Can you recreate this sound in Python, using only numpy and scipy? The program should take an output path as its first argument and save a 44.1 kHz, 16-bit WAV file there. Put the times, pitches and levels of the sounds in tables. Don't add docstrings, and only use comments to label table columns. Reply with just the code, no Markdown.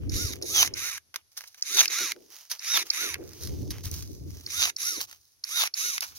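import sys
import numpy as np
from scipy import signal
from scipy.fft import rfft, irfft, next_fast_len
from scipy.io import wavfile
from scipy.ndimage import map_coordinates

SR = 44100
rng = np.random.default_rng(int(sys.argv[2]) if len(sys.argv) > 2 else 0)


def waveform_to_disk(signal):
    frames = np.transpose(np.atleast_2d(signal))
    scaled = np.clip(frames, -1, 1) * 32767
    samples = np.round(scaled).astype(np.int16)
    wavfile.write(sys.argv[1], SR, samples)


N = 272538
TIME = np.arange(N) / SR
STROKE_TIME = np.arange(round(.28 * SR)) / SR


def amp(db):
    return 10 ** (np.asarray(db) / 20)


def unit_power(x):
    return x / np.sqrt(np.mean(x ** 2) + 1e-20)


def at_pitch(points, hz):
    pitch, value = np.transpose(points)
    return np.interp(np.log(hz + 1), np.log(pitch), value)


def at_time(points, t):
    return np.interp(t, *np.transpose(points))


def add(mix, start_s, sound):
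    part = mix[:, max(round(start_s * SR), 0):][:, :sound.shape[-1]]
    part += sound[..., :part.shape[1]]


def drift(t, hz):
    spectrum = rfft(rng.standard_normal(len(t)))
    return unit_power(irfft(spectrum / (1 + (np.fft.rfftfreq(len(t), 1 / SR) / hz) ** 4), len(t)))


def coloured(x, spectrum, body_db=0, treble_db=0, modes=(), size=4096):
    hz = np.fft.rfftfreq(size, 1 / SR)
    tilt = at_pitch([(2500, body_db), (4200, 0), (7500, 0), (11000, treble_db),
                     (16000, treble_db / 3)], hz)
    peaks = sum(db / (1 + (2 * (hz - centre) / width) ** 2) for centre, width, db in modes)
    log_gain = np.log(unit_power(amp(at_pitch(spectrum, hz) + tilt + peaks)))
    mirrored = np.concatenate([log_gain, log_gain[-2:0:-1]])
    taps = np.fft.ifft(np.exp(np.conj(signal.hilbert(mirrored)))).real
    return signal.oaconvolve(x, taps[None], axes=1)[:, :x.shape[1]]


# pitch_hz, likeness (0 or less is unrelated, 1 the same)
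LIKENESS = [(100, -3.5), (600, 0.3), (2000, 0.86), (4000, 0.46), (6500, 0.5), (9000, 0.06), (15000, 0.13)]
def noise_pair(n):
    left, other = rfft(rng.standard_normal((2, n)))
    same = np.clip(at_pitch(LIKENESS, np.fft.rfftfreq(n, 1 / SR)), 0, 1)
    return irfft(np.array([left, same * left + np.sqrt(1 - same ** 2) * other]), n)


def grains(n, per_s, spread_db, t60, bed):
    chance, size = rng.random(n), np.minimum(rng.exponential(1, n), 4)
    power = (chance < per_s / SR) * amp(spread_db * size) ** 2
    power = signal.lfilter([1], [1, -np.exp(-2 * np.log(1000) / (t60 * SR))], power)
    return unit_power(np.sqrt(power / (power.mean() + 1e-12) + bed))


def hit(db, body_db, t60, spectrum, crack=0.53, size=4096):
    t = np.arange(size) / SR
    ring = noise_pair(size) * amp(-60 * t / t60)
    first = round(.002 * SR)
    ring /= np.linalg.norm(ring[0, :first])
    ring[:, 0] += crack
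    return amp(db) * np.sqrt(first / (1 + crack ** 2)) * coloured(ring, spectrum, body_db)


def turbulence(spectrum, lumpy_db, eddy_hz=25):
    lumps = unit_power(amp(lumpy_db * np.clip(drift(TIME, eddy_hz), -2, 2)))
    return coloured(lumps * rng.standard_normal((2, N)), spectrum)


# pitch_hz, gain_db
AIR_TONE = [(30, -8), (90, 0), (200, -9), (500, -5), (1500, -4), (3000, -4.5), (6200, 5.5), (7500, -14.5),
            (11000, 4.5), (15800, -19)]
RUMBLE_TONE = [(15, -27), (40, -15.5), (65, -3), (88, 3.5), (125, -6), (180, -14.5), (350, -32.5),
               (1000, -66.5)]
FLUTTER_TONE = [(90, -12.5), (160, -11), (230, -4.5), (300, 2.5), (450, -14), (1500, -61)]
BUFFET_TONE = [(200, -24), (290, -8.5), (370, 5), (520, -6), (750, -17.5), (1500, -40.5), (4000, -56.5)]
# time_s, strength_db
WIND = [(0.0, -40), (0.05, -29.5), (0.25, -35.5), (0.42, -51), (0.72, -48), (1.0, -74), (1.65, -88.5),
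        (1.76, -61), (1.95, -76), (2.55, -89), (2.92, -76.5), (3.22, -47.0), (3.38, -52.5), (3.5, -31.5),
        (3.7, -32.5), (3.79, -46), (3.86, -36), (4.05, -43), (4.34, -40), (4.42, -52), (4.66, -55.5),
        (4.85, -90), (5.0, -62), (5.25, -81.5), (5.7, -85.5), (6.18, -62.5)]
def wind():
    out = amp(-68.5) * coloured(rng.standard_normal((2, N)), AIR_TONE)
    strength_db = at_time(WIND, TIME)
    for tone, offset_db, ceiling_db, lumpy_db in (
            (RUMBLE_TONE, 1.4, -26.5, 2), (FLUTTER_TONE, -7.5, -38.5, 4), (BUFFET_TONE, -9.5, -58, 3.5)):
        out += turbulence(tone, lumpy_db) / np.hypot(amp(-strength_db - offset_db), amp(-ceiling_db))
    return out


# peak_s, half_length_s, level_db
LOW_SWELLS = [(0.201, 0.28, -49), (0.488, 0.21, -43.5), (0.736, 0.089, -46.5), (1.757, 0.064, -47.5),
              (1.837, 0.18, -56), (2.028, 0.038, -39.5), (2.19, .14, -53.5), (2.802, 0.086, -52.5),
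              (3.054, 0.07, -46.5), (3.215, 0.073, -43.5), (3.59, 0.38, -48), (4.67, 0.12, -61.5),
              (4.924, 0.1, -54), (4.982, 0.019, -44.5), (5.62, 0.11, -68.5), (5.878, 0.035, -55)]
def low_swells():
    swell = sum(amp(db) * np.exp(-2 * ((TIME - peak) / half) ** 2) for peak, half, db in LOW_SWELLS)
    return swell * (turbulence(BUFFET_TONE, 4) + amp(-9) * turbulence(FLUTTER_TONE, 2))


# pitch_hz, gain_db
HISS_TONE = [(2000, -62), (3500, -3.5), (4800, 3.5), (6300, 7), (7400, -11), (9000, -6), (12000, -3),
             (15800, -1)]
BODY_TONE = [(300, -13), (900, 0.5), (1600, -0.5), (3200, 4), (5000, -23.5)]
# start_s, length_s, hiss_db, body_db (before body_trim_db)
RUSTLES = [(0, 0.095, -63, -55), (0.33, 0.056, -49.5, -49.5), (0.652, 0.061, -56, -42.5),
           (1.153, 0.048, -64.5, -52.5), (1.313, 0.029, -57.5, -65), (1.358, 0.11, -48.5, -51.5),
           (1.57, 0.042, -50, -53.5), (2.13, 0.51, -60, -67), (2.302, .13, -47, -50.5),
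           (2.531, 0.034, -42.5, -43.5), (2.847, 0.068, -44, -45.5), (3.17, 0.72, -50, -62),
           (3.32, 0.23, -58.5, -56.5), (3.706, .08, -55, -45), (3.835, 0.049, -37, -45.5),
           (3.907, 0.12, -40, -47.5), (4.06, .17, -53, -66), (4.25, 0.34, -50.5, -56),
           (5.003, 0.039, -31, -37), (5.072, 0.081, -48, -50.5), (5.18, 0.17, -61.5, -81),
           (6.051, 0.073, -43.5, -54), (6.152, 0.042, -40, -52)]
def rustles(edge_db=-15.5, body_trim_db=-6):
    hiss, body = np.zeros((2, 1, N))
    for start, length, hiss_db, body_db in RUSTLES:
        progress = (TIME - start) / length
        swell = np.interp(progress, [-.1, 0, .24, 1, 1.52], [0, amp(edge_db), 1, amp(edge_db / 2), 0])
        hiss += amp(hiss_db) * swell
        body += amp(body_db + body_trim_db) * swell
    grain = grains(N, per_s=400, spread_db=4, t60=0.0065, bed=.9)
    return (hiss * coloured(grain * noise_pair(N), HISS_TONE)
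            + body * coloured(grain * noise_pair(N), BODY_TONE))


def chirp(db, centre_hz, pulse_hz=887, width_hz=850, length_s=0.0047, ring_s=0.00071):
    t = np.arange(round(SR / 50)) / SR
    hz = pulse_hz * np.arange(5, 10)
    weight = np.exp(-((hz - centre_hz) / width_hz) ** 2 / 2) + 0.0075
    overtones = np.cos(2 * np.pi * hz[:, None] * (t - 1 / pulse_hz))
    buzz = np.sqrt(2) * weight / np.linalg.norm(weight) @ overtones
    return amp(db) * buzz * np.minimum(t / 0.0021, 1) * np.exp(-np.maximum(t - length_s, 0) / ring_s)


def tooth_flaws(t, turns):
    multiples = np.arange(9, 44)[:, None]
    angle = 2 * np.pi * multiples * (turns + .004 * drift(t, 130))
    size = rng.standard_normal((2, len(multiples))) + 1j * rng.standard_normal((2, len(multiples)))
    return amp(-9.5) * unit_power((size @ np.exp(1j * angle)).real)


def grip_modes(count=16, low_hz=2500, high_hz=15000, width_hz=260, range_db=6):
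    place, size = rng.random((2, count))
    centres_hz = low_hz + (high_hz - low_hz) * (np.arange(count) + place) / count
    return [(hz, width_hz, db) for hz, db in zip(centres_hz, range_db * (size - .4))]


# pitch_hz, gain_db
GEAR_TONE = [(250, -43.5), (360, -26), (750, -26.5), (1400, -13.5), (2150, -8), (3100, -13.5), (3800, -3.5),
             (4900, -2), (6000, 5), (6700, 0), (7450, -18), (9000, -7), (11200, 0), (15800, -12.5)]
# pitch_hz, width_hz, boost_db
HOUSING = [(2410, 520, 3.1), (3810, 110, 7.1), (4750, 30, 1.1), (5900, 160, 2.4), (6180, 67, 2.9),
           (6830, 210, 3.3), (6960, 160, 3), (10800, 220, 0.74)]
def gear_rattle(t, turns, body_db, treble_db, uneven_db=2.5, chatter_db=1.03):
    teeth = 4 * turns
    force = amp(uneven_db * np.clip(rng.standard_normal(size=1024), -2, 2))[teeth.astype(int)]
    contact = 0.85 + np.exp(-(teeth % 1) / 0.36)
    knocks = unit_power(force * contact * amp(chatter_db * drift(t, 70)))
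    scrape = 0.69 * noise_pair(len(t)) + tooth_flaws(t, turns)
    return coloured(knocks * scrape, GEAR_TONE, body_db, treble_db, HOUSING + grip_modes())


WHINE_MULTIPLES = [1, 4, 6, 8, 10.5, 12, 16]
def gear_whine(t, shaft_hz, turns, tones_db, whine_db, top_db):
    out = 0
    for multiple, tone_db in zip(WHINE_MULTIPLES, tones_db):
        db = whine_db + tone_db + top_db * (multiple == WHINE_MULTIPLES[-1])
        wobble = .008 * drift(t, 130)
        tone = np.sqrt(2) * np.sin(2 * np.pi * multiple * (turns + rng.random() + wobble))
        out += amp(db + at_pitch(GEAR_TONE, multiple * shaft_hz)) * tone
    return out * np.clip((t - .045) / 0.034, 0, 1)


# time_s, speed_hz
SPEED = [(0, 5), (.03, 115), (.05, 212), (.07, 287), (.085, 320), (.1, 343), (.115, 357), (.128, 364),
         (.141, 363), (.155, 346), (.175, 313), (.19, 285), (.21, 258), (.245, 200)]
# pitch_hz, gain_db
STOP_TONE = [(200, -47), (1000, -9.5), (2100, 6.5), (3200, -1.5), (4200, -0.5), (6200, 0), (7450, -20),
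             (11000, -5.5), (15800, -15.5)]
def stroke(swell, tones_db, travel_s, db, clack_db, body_db, treble_db, whine_db, top_db,
           chirp_db, chirp_hz, drag=0, brake_s=0.0039):
    t = STROKE_TIME
    shaft_hz = (1 - drag) * at_time(SPEED, t)
    turns = np.cumsum(shaft_hz) / SR
    stop_s = travel_s / (1 - drag)
    rattle = gear_rattle(t, turns, body_db, treble_db)
    whine = gear_whine(t, shaft_hz, turns, tones_db, whine_db, top_db)
    running = np.exp(-np.maximum(t - stop_s, 0) / brake_s)
    out = amp(db + at_time(swell, t)) * running * (rattle + whine)
    add(out, 0, chirp(chirp_db, chirp_hz))
    add(out, stop_s, hit(clack_db, body_db=0, t60=0.013, spectrum=STOP_TONE))
    return out


# time_s, gain_db
OPEN_SWELL = [(0, -16), (0.016, -14.5), (0.041, -2.5), (.08, -2.5), (.13, -0.5), (.17, -3.5), (.235, -8)]
CLOSE_SWELL = [(0, -11), (0.021, -16), (0.044, -7), (.08, -3.5), (.11, -1), (.15, 3.5), (.235, -1.5)]
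OPEN_WHINE = [-2, 3, -4, -3, -6, -8, -8]
CLOSE_WHINE = [-13, -2.5, -18.5, -8.5, -2, -31.5, -15]
# start_s, level_db, clack_db, body_db, treble_db, whine_db, top_tone_extra_db,
# chirp_db, chirp_hz; closings add drag (share of speed lost)
OPENINGS = [(.0935, -29, -31.5, 1, -3.5, -9.5, 6.5, -33, 5330),
            (.7370, -29, -31.5, 10.5, 0, -7, -12, -26.5, 5350),
            (1.8778, -24.5, -21.5, 8, -5, -6, 0, -22, 5130),
            (2.9010, -27, -24.5, 10, -2, -4, -21, -15, 4750), (4.7630, -27.5, -29, 4, 0, -7, 5, -26, 5380),
            (5.7384, -25.5, -22, 4, -1, -6.5, 0, -23, 4900)]
CLOSINGS = [(0.4226, -27, -27.5, -4, 0, -5.5, -2, -27.5, 5480, .075),
            (1.6223, -27, -19.5, 3.5, -3.7, -4.9, 1, -19.5, 5560, 0.0023),
            (2.592, -28.5, -29, 7.5, -3.2, -3.4, 12.5, -33.5, 5250, 0.0035),
            (4.4621, -28.5, -30, 5, -2, -0.96, -23, -28.5, 4560, .012),
            (5.4380, -29, -24, 6, 0.61, 0.61, -2, -24.5, 4940, 0.0058)]
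def shears(open_s=.2417, close_s=.2345):
    out = np.zeros((2, N))
    for start, *settings in OPENINGS:
        add(out, start, stroke(OPEN_SWELL, OPEN_WHINE, open_s, *settings))
    for start, *settings in CLOSINGS:
        add(out, start, stroke(CLOSE_SWELL, CLOSE_WHINE, close_s, *settings))
    return out


# peak_s, peak_db, pitch_hz
THUMPS = [(.159, -21, 75.6), (0.251, -22, 82.6), (3.699, -40, 65), (3.868, -25.5, 89.5)]
def thumps():
    out = np.zeros((2, N))
    t = np.arange(-SR // 20, SR // 20) / SR
    for peak_s, db, hz in THUMPS:
        add(out, peak_s + t[0], amp(db) * np.cos(2 * np.pi * hz * t) * np.exp(-(2.1 * hz * t) ** 2))
    return out


# pitch_hz, gain_db
TWIG_TONE = [(200, -28.5), (700, -8), (1500, 2), (3000, -0.5), (4500, 7.5), (6300, 10), (7400, -15),
             (9000, -1), (12000, 2.5), (15800, -4.5)]
# start_s, level_db, body_db, ring_s
TICKS = [(.358, -39.5, -6, 0.007), (0.415, -44, 7.5, .016), (0.432, -35.5, -5, .012),
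         (1.142, -35, 11, 0.048), (1.1596, -24, 6.5, 0.019), (1.376, -31, -1, 0.041),
         (1.408, -34.5, 8, 0.013), (1.439, -41, 16, 0.031), (1.545, -45.5, 7, 0.034),
         (2.163, -47.5, 13, 0.0072), (2.515, -25, 0, 0.071), (3.473, -31.5, -5, 0.019),
         (3.706, -30, -5.5, 0.068), (3.784, -39, 12, 0.0068), (3.856, -30.5, -7, 0.0083),
         (3.914, -29.5, -37, 0.0085), (3.942, -33, -16, 0.013), (4.024, -35.5, -2.5, 0.03),
         (5.113, -40.5, 6, 0.016), (5.128, -39.5, 10, 0.021), (6.007, -23, -9, 0.018),
         (6.022, -28.5, -16, 0.12), (6.038, -31.5, 8, 0.093)]
def twig_ticks():
    out = np.zeros((2, N))
    for start, *blow in TICKS:
        add(out, start, hit(*blow, TWIG_TONE))
    return out


# pitch_hz, gain_db
WOOD_TONE = [(170, -45), (600, -12), (1300, -6.5), (2300, -5.5), (3000, -0.5), (3700, 3), (5000, 5.5),
             (6100, -0.5), (6700, 4), (7450, -32.5), (8500, -11), (11500, 3.5), (15800, -3.5)]
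def crunch(start, bite, snap, db, body_db, treble_db, squeal_db, squeak_db, first_hz, last_hz, lead_rad):
    t = start + STROKE_TIME
    load = amp(at_time([(bite - .028, -45), (bite - .007, -12), (bite + .0049, -6),
                        ((bite + snap) / 2 + .0059, 0), (snap, 0), (snap + .011, -50)], t))
    fibres = grains(len(t), per_s=630, spread_db=-4.5, t60=0.001, bed=0.38) * noise_pair(len(t))
    cracks = amp(db) * coloured(fibres, WOOD_TONE, body_db, treble_db, HOUSING)
    squeal_hz = np.interp(t, [bite - .007, snap], [first_hz, last_hz]) + 25 * drift(t, 230)
    angle = 2 * np.pi * np.cumsum(squeal_hz) / SR
    creak = amp(-20) * np.sin(angle / 4)
    easing = np.clip((snap - t) / 0.022, .3, 1)
    squeal = (np.sin(angle + np.array([[0], [lead_rad]])) + creak) * easing
    squeak_hz = 6100 + 220 * drift(t, 400)
    squeak = np.sin(2 * np.pi * np.cumsum(squeak_hz) / SR) * unit_power(amp(2.7 * drift(t, 150)))
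    return load * (cracks + np.sqrt(2) * (amp(squeal_db) * squeal + amp(squeak_db) * squeak))


# bite_s, snap_s, snap_db, crunch_db, body_db, treble_db, squeal_db, squeak_db,
# squeal_start_hz, squeal_end_hz, squeal_right_lead_rad
CUTS = [(0.548, 0.6287, -14, -23, 4.5, -2, -26.5, -21, 3470, 2900, 1),
        (1.777, 1.813, -17, -19, 3.5, -6, -20, -15.5, 3820, 3200, 3.5),
        (2.745, 2.774, -17, -25, 3, -10, -20, -35, 3777, 3410, -1),
        (4.593, 4.655, -22.5, -25.5, 1, -19, -37.5, -28, 3690, 3160, 0),
        (5.57, 5.636, -21, -24, 3.5, -9, -30, -58, 3855, 3460, 2.5)]
def wood_cuts():
    out = np.zeros((2, N))
    for (start, *_), (bite_s, snap_s, snap_db, *settings) in zip(CLOSINGS, CUTS):
        add(out, start, crunch(start, bite_s, snap_s, *settings))
        add(out, snap_s, hit(snap_db, body_db=15, t60=0.03, spectrum=WOOD_TONE))
        add(out, snap_s + .018, hit(db=-30, body_db=15, t60=0.074, spectrum=WOOD_TONE))
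    return out


# start_s, length_s, level_db, body_db
BRUSHES = [(1.367, 0.033, -34.5, -3), (1.471, 0.022, -43.5, -10), (2.497, 0.043, -28.5, -2.5),
           (3.15, 0.017, -35.5, 23), (3.401, 0.098, -37.5, -7), (3.853, 0.06, -45, 5),
           (6.017, 0.027, -31, 13)]
def twig_brushes():
    out = np.zeros((2, N))
    t = np.arange(SR // 5) / SR
    for start, length, db, body_db in BRUSHES:
        swell = np.interp(t / length, [0, .3, 1, 1.5], [0.075, 0.92, 0.0025, 0.043])
        scratch = grains(len(t), per_s=2900, spread_db=6, t60=0.013, bed=0.35) * noise_pair(len(t))
        add(out, start, amp(db) * coloured(swell * scratch, TWIG_TONE, body_db))
    return out


def orchard_echo(x, near_db=-17, near_t60=0.087, far_db=-33, far_t60=0.041):
    t = np.arange(SR // 2) / SR
    tail = 0
    for db, t60 in (near_db, near_t60), (far_db, far_t60):
        scatter = rng.standard_normal((2, len(t))) * amp(-60 * t / t60)
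        tail += amp(db) * scatter / np.linalg.norm(scatter[0])
    return x + signal.oaconvolve(x, tail, axes=1)[:, :N]


# time_s, left_lead_s
LEFT_LEAD = [(.2, .00017), (.6, .000165), (.85, .0001), (1.75, .000108), (2.0, .00001), (2.72, -.000057),
             (3.05, -.00014), (3.6, 0), (4.55, .00018), (4.9, .00022), (5.58, .000175), (5.85, .00029)]
# pitch_hz, left_minus_right_db
BALANCE = [(300, -1), (1500, -1.5), (5000, -2), (9000, -5), (14000, -4)]
def microphones(x):
    shift = at_time(LEFT_LEAD, TIME) * SR / 2
    left = map_coordinates(x[0], [np.arange(N) + shift], order=5)
    right = map_coordinates(x[1], [np.arange(N) - shift], order=5)
    size = next_fast_len(N)
    tilt_db = at_pitch(BALANCE, np.fft.rfftfreq(size, 1 / SR)) / 2
    return irfft(rfft([left, right], size) * amp([tilt_db, -tilt_db]), size)[:, :N]


def scene():
    pruning = shears() + wood_cuts() + rustles() + twig_brushes() + twig_ticks()
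    return microphones(orchard_echo(pruning)) + wind() + low_swells() + thumps()


def record(dry):
    ceiling, top_hz = .85, 15950
    rounded = dry / (1 + (dry / ceiling) ** 4) ** .25
    lowpass = signal.firwin(511, top_hz, window=("kaiser", 9), fs=SR)
    return signal.oaconvolve(rounded, lowpass[None], "same", axes=1)


dry = scene()
out = record(dry)
waveform_to_disk(out)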